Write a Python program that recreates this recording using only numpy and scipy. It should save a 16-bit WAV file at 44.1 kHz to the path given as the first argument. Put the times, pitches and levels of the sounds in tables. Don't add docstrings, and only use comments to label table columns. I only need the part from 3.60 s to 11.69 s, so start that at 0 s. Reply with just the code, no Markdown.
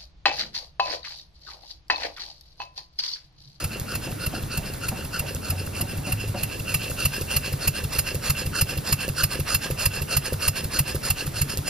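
import sys
import numpy as np
from scipy import signal
from scipy.fft import rfft, irfft, next_fast_len
from scipy.io import wavfile
from scipy.ndimage import uniform_filter1d

SR = 44100
rng = np.random.default_rng(int(sys.argv[2]) if len(sys.argv) > 2 else 0)


def persist_wave(psi):
    counts = np.round(np.clip(psi, -1, 1) * 32767).astype(np.int16)
    wavfile.write(sys.argv[1], SR, np.atleast_2d(counts).T)


N = 356971

# frequency in Hz, density in dB per Hz.
RUMBLE_SPECTRUM = [(13, -38), (22, -9), (40, -7), (110, -4), (220, -11), (434, -17.5), (533, -17.5),
                   (790, -24), (2070, -28), (3900, -42)]
# frequency in Hz, left-right correlation.
RUMBLE_LIKENESS = [(30, .998), (60, 0.98), (150, 0.97), (350, 0.15), (700, 0.21), (1500, 0.52)]
# time in seconds, frequency in Hz, mean level in dB.
HUM_TRACK = [(1.86, 92.4, -62), (1.9, 88, -30.5), (2.15, 96.8, -40), (2.4, 103.4, -39), (2.7, 106.4, -33.5),
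             (2.9, 105.5, -43), (3.3, 108, -43)]
# frequency in Hz, width in Hz, level in dB.
LEAK_RESONANCES = [(2730, 600, -26), (4280, 1760, 4.5), (7270, 1340, 5), (9880, 260, 11), (10940, 140, 15),
                   (12450, 3500, 5.5), (14670, 890, 7)]
# time in seconds, mean level in dB.
LEAK_LEVEL_TRACK = [(0, -42.5), (2.8, -43), (3.4, -38), (4.1, -42), (4.6, -42), (8.1, -42.5)]
# time in seconds, level in dB.
FAR_KNOCK_EVENTS = [(0.475, -31.5), (0.733, -30.5), (0.973, -31.5), (1.32, -30.5), (1.621, -29.5),
                    (1.917, -31.5), (2.202, -29), (2.474, -30), (2.748, -28.5)]
# frequency in Hz, width in Hz, level in dB.
FAR_BODY_RESONANCES = [(191, 75, 6), (363, 100, -3.5), (551, 48, 0.5), (755, 43, 1.5), (912, 36, -4.5)]
# time in seconds, turns made.
CRANK_TURNS = [(.0447, 0), (1.2872, 4), (2.214, 7), (3.4567, 11), (4.7024, 15), (5.3284, 17), (6.26, 20),
               (7.1937, 23), (8.131, 26)]
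# time in seconds, upper hiss in dB, upper puff over hiss in dB.
NEARNESS_TRACK = [(0, -31, 8), (1, -32, 7.5), (1.6, -33, 8.5), (2.2, -35, 8.5), (2.85, -33.5, 10),
                  (3.15, -30, 12.5), (3.45, -26, 11.5), (4.1, -27, 12), (4.7, -25, 10.5), (5.9, -23, 11.5),
                  (7.2, -24, 11), (8.1, -26.5, 7.5)]
# time in seconds, knock in dB, tick in dB.
SLACK_EVENTS = [(0.198, -51, -25), (1.748, -34, -25.5), (3.299, -35, -32), (3.612, -28, -27),
                (4.546, -26, -27), (5.48, -19, -28), (5.791, -26, -44.5), (6.102, -27, -38),
                (6.723, -19.5, -43), (7.036, -35, -44), (7.347, -22, -30), (7.973, -39, -19)]
# mean lag from the upper end in seconds, level in dB.
LINKAGE_CONTACTS = [(-.028, -34), (.095, -40), (.113, -31)]
# frequency in Hz, level in dB, t60 in seconds.
FRAME_MODES = [(409, 3, 0.034), (510, 3.5, 0.072), (547, 0.5, 0.053)]
# frequency in Hz, level in dB, t60 in seconds.
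VALVE_MODES = [(1470, -1.5, 0.0068), (3460, -2.5, .006)]
# frequency in Hz, level in dB, t60 in seconds.
BENCH_MODES = [(61.3, -28, 0.069), (100.4, -1.5, 0.11), (139.6, 2.5, 0.099)]
# lag from the end in seconds, level in dB, length in seconds.
AIR_PUSHES = [(-.008, -3, .007), (.0058, 0, .006)]
# frequency in Hz, width in Hz, upper hiss, lower hiss, puff in dB.
PASSAGE_RESONANCES = [(515, 126, -7, -5, -12), (1266, 537, -4, -2.5, -4.5), (1408, 296, 4, 2, -0.5),
                      (1582, 500, -5.5, -6, -10), (2731, 142, -0.5, 5, 0.5),
                      (3280, 280, -12.5, -5.5, -13.5), (4318, 256, -6.5, -3.5, -3),
                      (5032, 86, -0.5, 3.5, 4), (5750, 790, -21, -13, -11.5), (6978, 89, -3.5, 0, 3.5),
                      (8350, 1600, -16, -11.5, -8.5), (9130, 285, -3.5, 0.5, 4.5), (11220, 750, -8, -4, 8),
                      (12970, 1600, -26, -9, -1), (12900, 170, -13, -6, -59), (13900, 2600, -24, -92, -7)]
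# opening in seconds before the end,
# full flow in seconds before the end, sag in dB at SAG_S after full flow.
PORT_TIMING = [(.107, 0.053, 2.5), (.132, 0.077, 7.5)]
# end (0 upper, 1 lower),
# first frequency in Hz, last frequency in Hz, width in Hz, level over the flow in dB.
CYLINDER_RESONANCES = [(0, 5400, 6150, 120, -15), (0, 7950, 8400, 150, -21), (1, 1500, 1780, 80, -8),
                       (1, 5250, 5800, 120, -16)]
# time in seconds, treble in dB, exhaust left-right in dB,
# low ring lift in dB, middle ring lift in dB.
PORT_VIEW = [(0, -9.5, 0, 3.5, 5), (2.399, -0.5, -0.5, 6.5, 7.5), (2.9, -5, -2.5, -6, 11),
             (3.6, -5.5, -0.5, -2.5, 6.5), (4.202, -5, -1.5, -1.5, 3.5), (5.5, -7.5, -2, -3, 3),
             (8.1, -5.5, -1.5, -6, 1)]
# frequency in Hz, left's lead in radians (negative: lags).
PHASE_LEAD = [(0, 0), (5500, -.75), (7500, -2.3), (16000, -2.6)]

RUMBLE_RMS_DB = -35.5
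LEAK_SWING_DB, LEAK_LEAST_TURN = 2, 0.3
RATTLE_PER_S = 600
LOWER_AFTER_UPPER_S = 0.162
LOWER_HISS_DB, LOWER_PUFF_DB, LOWER_THUMP_DB = -6, -4.5, -4.5
THUMP_DB, THUMP_FOLLOWS = -25, 0.81
SLACK_BEFORE_LOWER_S, SLACK_KNOCK_DB, SLACK_TICK_DB = 0.00932, -6.5, -42
VALVE_DB, LINKAGE_JITTER_S = -29, 0.0061
SWEEP_S = 0.105
SAG_S = 0.05
SWIRL_DB, SWIRL_PER_S = 2.0, 25
OPENING_POWER, SHUT_BEFORE_END_S, SHUT_S = 1.25, 0.0072, 0.01
PUFF_RISE_S, PUFF_RISE_POWER, PUFF_T60_S = 0.0094, 1.42, 0.039
PUFF_TAIL_DB, PUFF_TAIL_T60_S = -13, 0.13
MIC_DROOP_HZ, CUTOFF_HZ = 14900, 16200
DUCK_ABOVE_DB, DUCK_RATIO = -16, 0.58
HELD_FALL_DB_PER_S = 49


def amp(db):
    return 10 ** (np.asarray(db) / 20)


def rms_one(x):
    return x / np.sqrt(np.mean(x ** 2) + 1e-20)


def at_hz(points, hz):
    points_hz, values = np.transpose(points)
    return np.interp(np.log(hz), np.log(np.maximum(points_hz, 1)), values)


def drift(rate_hz):
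    r = np.exp(-2 * np.pi * rate_hz / SR)
    settled = signal.lfilter([1], [1, -2 * r, r * r], rng.standard_normal(N + SR))[SR:]
    return rms_one(settled)


def resonate(x, resonances):
    out = 0
    for k, (hz, width_hz, db) in enumerate(resonances):
        r = np.exp(-np.pi * width_hz / SR)
        zeros = [(1 - r * r) / 2, 0, (r * r - 1) / 2]
        poles = [1, -2 * r * np.cos(2 * np.pi * hz / SR), r * r]
        out = out + (-1) ** k * amp(db) * signal.lfilter(zeros, poles, x + 1e-18)
    return out


def strike(times_s, levels_db, modes, contact_s, spread_db):
    out = np.zeros(N)
    at = np.minimum((np.asarray(times_s) * SR).astype(int), N - 1)
    scatter = rng.standard_normal((len(at), len(modes)))
    for k, (hz, db, t60_s) in enumerate(modes):
        clicks = np.zeros(N)
        np.add.at(clicks, at, amp(levels_db + db + spread_db * scatter[:, k]))
        r, w = amp(-60 / (t60_s * SR)), 2 * np.pi * hz / SR
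        out += signal.lfilter([0, np.sin(w)], [1, -2 * r * np.cos(w), r * r], clicks + 1e-18)
    contact = np.hanning(int(contact_s * SR) + 3)
    return signal.fftconvolve(out, contact / contact.sum())[:N]


def repeat(times_s, levels_db, shape_s, shape_db):
    out, t = np.zeros(N), np.arange(N) / SR
    for s, db in zip(times_s, levels_db):
        near = slice(max(int((s + shape_s[0]) * SR), 0), int((s + shape_s[-1]) * SR))
        out[near] += amp(db + np.interp(t[near] - s, shape_s, shape_db))
    return out


def ports(x, apart_db):
    size = next_fast_len(N)
    hz = np.fft.rfftfreq(size, 1 / SR)
    half_lead = np.exp(.5j * np.interp(hz, *np.transpose(PHASE_LEAD)))
    turn = half_lead * amp(-hz / 10000)
    left = x[0] + amp(apart_db) * x[1]
    right = x[0] - amp(apart_db) * x[1]
    return np.array([irfft(rfft(left, size) * turn, size), irfft(rfft(right, size) / turn, size)])[:, :N]


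def rumble():
    out, edges_hz = 0, 20 * 2 ** np.arange(0, 7.6, .5)
    white = rng.standard_normal((2, 2, N))
    for k, (low_hz, high_hz) in enumerate(zip(edges_hz, edges_hz[1:])):
        band = signal.butter(2, [low_hz, high_hz], "band", fs=SR, output="sos")
        mid, side = signal.sosfilt(band, white[k % 2])
        hz = np.sqrt(low_hz * high_hz)
        alike = np.clip(at_hz(RUMBLE_LIKENESS, hz), 0, 1)
        gain = amp(at_hz(RUMBLE_SPECTRUM, hz) + 1.5 * drift(6))
        out = out + gain * (np.sqrt(1 + alike) * mid + np.sqrt(1 - alike) * side * [[1], [-1]])
    return amp(RUMBLE_RMS_DB) * rms_one(out)


def hum():
    s, hz, db = np.transpose(HUM_TRACK)
    t = np.arange(N) / SR
    level_db = np.interp(t, s, db, -99, -99) + 2.1 * drift(9.9)
    phase = 2 * np.pi * np.cumsum(np.interp(t, s, hz)) / SR
    return np.sqrt(2) * amp(level_db) * np.sin(phase)


def leak():
    hiss = rms_one(resonate(rng.standard_normal((2, N)), LEAK_RESONANCES))
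    t = np.arange(N) / SR
    turns = np.interp(t, *np.transpose(CRANK_TURNS))
    swing = -np.cos(4 * np.pi * (turns - LEAK_LEAST_TURN))
    level_db = np.interp(t, *np.transpose(LEAK_LEVEL_TRACK)) + LEAK_SWING_DB * swing
    return amp(level_db) * ports(hiss, apart_db=-8)


def far_knocks():
    s, db = np.transpose(FAR_KNOCK_EVENTS)
    shared, own = rng.standard_normal((2, N))
    contacts = rms_one(rng.choice([-1, 1], N) * (rng.random(N) < RATTLE_PER_S / SR))
    rattle = repeat(s, db + 15.0, [-.009, -0.0071, 0.0076, 0.016], [-25, -4, 1.5, -25]) * contacts
    blur_envelope = repeat(s, db + 10.5, [-0.0053, 0.0098, 0.043, 0.14], [-20, 0.5, -6.5, -29])
    blur = blur_envelope * (shared + 0.31 * own * [[1], [-1]])
    bare = signal.sosfilt(signal.butter(2, [250, 1400], "band", fs=SR, output="sos"), rattle)
    return amp(-22) * bare + resonate(rattle + blur, FAR_BODY_RESONANCES)


def strokes():
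    crank_s, turns = np.transpose(CRANK_TURNS)
    upper_s = np.interp(np.arange(turns[-1] + 1), turns, crank_s)
    s = np.transpose([upper_s, upper_s + LOWER_AFTER_UPPER_S]).ravel()[:-1]
    lower = np.arange(len(s)) % 2
    near_s, level_db, over_db = np.transpose(NEARNESS_TRACK)
    hiss_db = np.interp(s, near_s, level_db)
    thump_db = THUMP_DB + THUMP_FOLLOWS * (hiss_db - hiss_db.mean()) + lower * LOWER_THUMP_DB
    puff_db = hiss_db + np.where(lower, LOWER_PUFF_DB, np.interp(s, near_s, over_db))
    return np.array([s, thump_db, puff_db, hiss_db + lower * LOWER_HISS_DB])


def linkage():
    ends_s, _, _, hiss_db = strokes()
    upper_s, lower_s = ends_s[::2], ends_s[1::2]
    extra_s, extra_db, extra_tick_db = np.transpose(SLACK_EVENTS)
    s = np.r_[extra_s, lower_s - SLACK_BEFORE_LOWER_S]
    knock_db = np.r_[extra_db, hiss_db[:-1:2] + SLACK_KNOCK_DB]
    tick_db = np.r_[extra_tick_db, SLACK_TICK_DB + 2.5 * rng.standard_normal(len(lower_s))]
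    out = strike(s, knock_db - 2.0, FRAME_MODES, contact_s=0.0018, spread_db=2.5)
    for lag_s, db in LINKAGE_CONTACTS:
        contact_at_s = upper_s + lag_s + LINKAGE_JITTER_S * rng.standard_normal(len(upper_s))
        out += strike(np.maximum(contact_at_s, 0), db, FRAME_MODES, contact_s=0.0022, spread_db=2.5)
    out += strike(lower_s + 0.0077, VALVE_DB, VALVE_MODES, contact_s=.0001, spread_db=3.5)
    tick_envelope = repeat(s, tick_db + 8.5, [0, .0004, .004], [-20, 0, -30])
    ticks = tick_envelope * rng.standard_normal((2, N))
    bright = signal.sosfilt(signal.butter(2, 5500, "high", fs=SR, output="sos"), ticks)
    return out + ports(bright, apart_db=-10)


def thumps():
    s, thump_db = strokes()[:2, :-1]
    out = 0
    for lag_s, db, length_s in AIR_PUSHES:
        out = out - strike(s + lag_s, thump_db + db + 5.5, BENCH_MODES, length_s, spread_db=3.5)
    return out


def port_flow(end):
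    opens_s, full_s, sag_db = PORT_TIMING[end]
    t = np.arange(-opens_s, SHUT_S / 2 - SHUT_BEFORE_END_S, 1 / 2000)
    opening = np.clip((t + opens_s) / (opens_s - full_s), 1e-2, 1)
    rise_db = 20 * OPENING_POWER * np.log10(opening)
    shut_db = 20 * np.log10(np.clip(.5 - (t + SHUT_BEFORE_END_S) / SHUT_S, 1e-2, 1))
    return t, rise_db - sag_db * (np.maximum(t + full_s, 0) / SAG_S) ** 2 + shut_db


def puff_shape():
    t = np.arange(-PUFF_RISE_S, PUFF_TAIL_T60_S, 1 / 4000)
    after = np.maximum(t, 0)
    fall = amp(-60 * after / PUFF_T60_S) + amp(PUFF_TAIL_DB - 60 * after / PUFF_TAIL_T60_S)
    rise = np.clip(1 + t / PUFF_RISE_S, 1e-2, 1) ** PUFF_RISE_POWER
    return t, 20 * np.log10(rise * fall)


def swirling(x, resonances):
    t, out = np.arange(N) / SR, 0
    knots_s = np.arange(0, N / SR + 1, 1 / SWIRL_PER_S)
    wander = rng.standard_normal((len(resonances), len(knots_s)))
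    for k, resonance in enumerate(resonances):
        gain = amp(SWIRL_DB * np.interp(t, knots_s, wander[k]))
        out = out + (-1) ** k * gain * resonate(x, [resonance])
    return out


def cylinder(end, flow):
    t, ends_s, out = np.arange(N) / SR, strokes()[0, end::2], 0
    to_go_s = ends_s[np.minimum(np.searchsorted(ends_s, t), len(ends_s) - 1)] - t
    swept = np.clip(1 - to_go_s / SWEEP_S, 0, 1)
    for at_end, first_hz, last_hz, width_hz, db in CYLINDER_RESONANCES:
        if round(at_end) == end:
            carrier = np.exp(2j * np.pi * np.cumsum(first_hz + (last_hz - first_hz) * swept) / SR)
            r = np.exp(-np.pi * width_hz / SR)
            white = rng.standard_normal((2, N)) + 1j * rng.standard_normal((2, N))
            slow = signal.lfilter([1], [1, -r], white)
            out = out + amp(db) * flow * rms_one((slow * carrier).real)
    return out


def viewed(x):
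    view_s, *columns = np.transpose(PORT_VIEW)
    treble_db, pan_db, low_db, mid_db = (np.interp(np.arange(N) / SR, view_s, c) for c in columns)
    treble = signal.sosfilt(signal.butter(1, 4000, "high", fs=SR, output="sos"), x)
    x = x + (amp(treble_db) - 1) * treble
    low_lift = (amp(low_db) - 1) * resonate(x, [(1389, 170, 0)])
    mid_lift = (amp(mid_db) - 1) * resonate(x, [(2660, 330, 0)])
    return ports(x + low_lift + mid_lift, apart_db=-11) * amp([pan_db / 2, -pan_db / 2])


def exhaust():
    s, _, puff_db, hiss_db = strokes()
    passages = np.array(PASSAGE_RESONANCES)
    low = passages[:, 0] < 3800
    white, out = rng.standard_normal((3, 2, N)), 0
    for end in (0, 1):
        shape_s, shape_db = port_flow(end)
        flutter = amp(1.5 * drift(90))
        flow = repeat(s[end::2], hiss_db[end::2], shape_s, shape_db) * flutter
        fast_flow = repeat(s[end::2], hiss_db[end::2], shape_s, 1.8 * shape_db) * flutter
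        hiss_modes = passages[:, [0, 1, 2 + end]]
        out = out + amp(10.0) * swirling(flow * white[end], hiss_modes[low])
        out = out + cylinder(end, flow)
        out = out + amp(15.5) * swirling(fast_flow * white[end], hiss_modes[~low])
    burst = repeat(s, puff_db, *puff_shape()) * amp(0.6 * drift(490))
    out = out + amp(9.0) * resonate(burst * white[2], passages[:, [0, 1, 4]])
    return viewed(out)


def scene():
    return rumble() + hum() + leak() + far_knocks() + linkage() + thumps() + exhaust()


def record(dry):
    dry = signal.sosfilt(signal.butter(4, MIC_DROOP_HZ, fs=SR, output="sos"), dry)
    power = uniform_filter1d(np.mean(dry ** 2, axis=0), size=220)
    level_db = 10 * np.log10(power + 1e-9)
    ramp_db = HELD_FALL_DB_PER_S * np.arange(N) / SR
    held_db = np.maximum.accumulate(level_db + ramp_db) - ramp_db
    duck_db = uniform_filter1d(DUCK_RATIO * np.maximum(held_db - DUCK_ABOVE_DB, 0), size=200)
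    rounded = np.tanh(dry * amp(-duck_db))
    return signal.sosfilt(signal.cheby2(12, 60, CUTOFF_HZ, fs=SR, output="sos"), rounded)


dry = scene()
out = record(dry)
persist_wave(out)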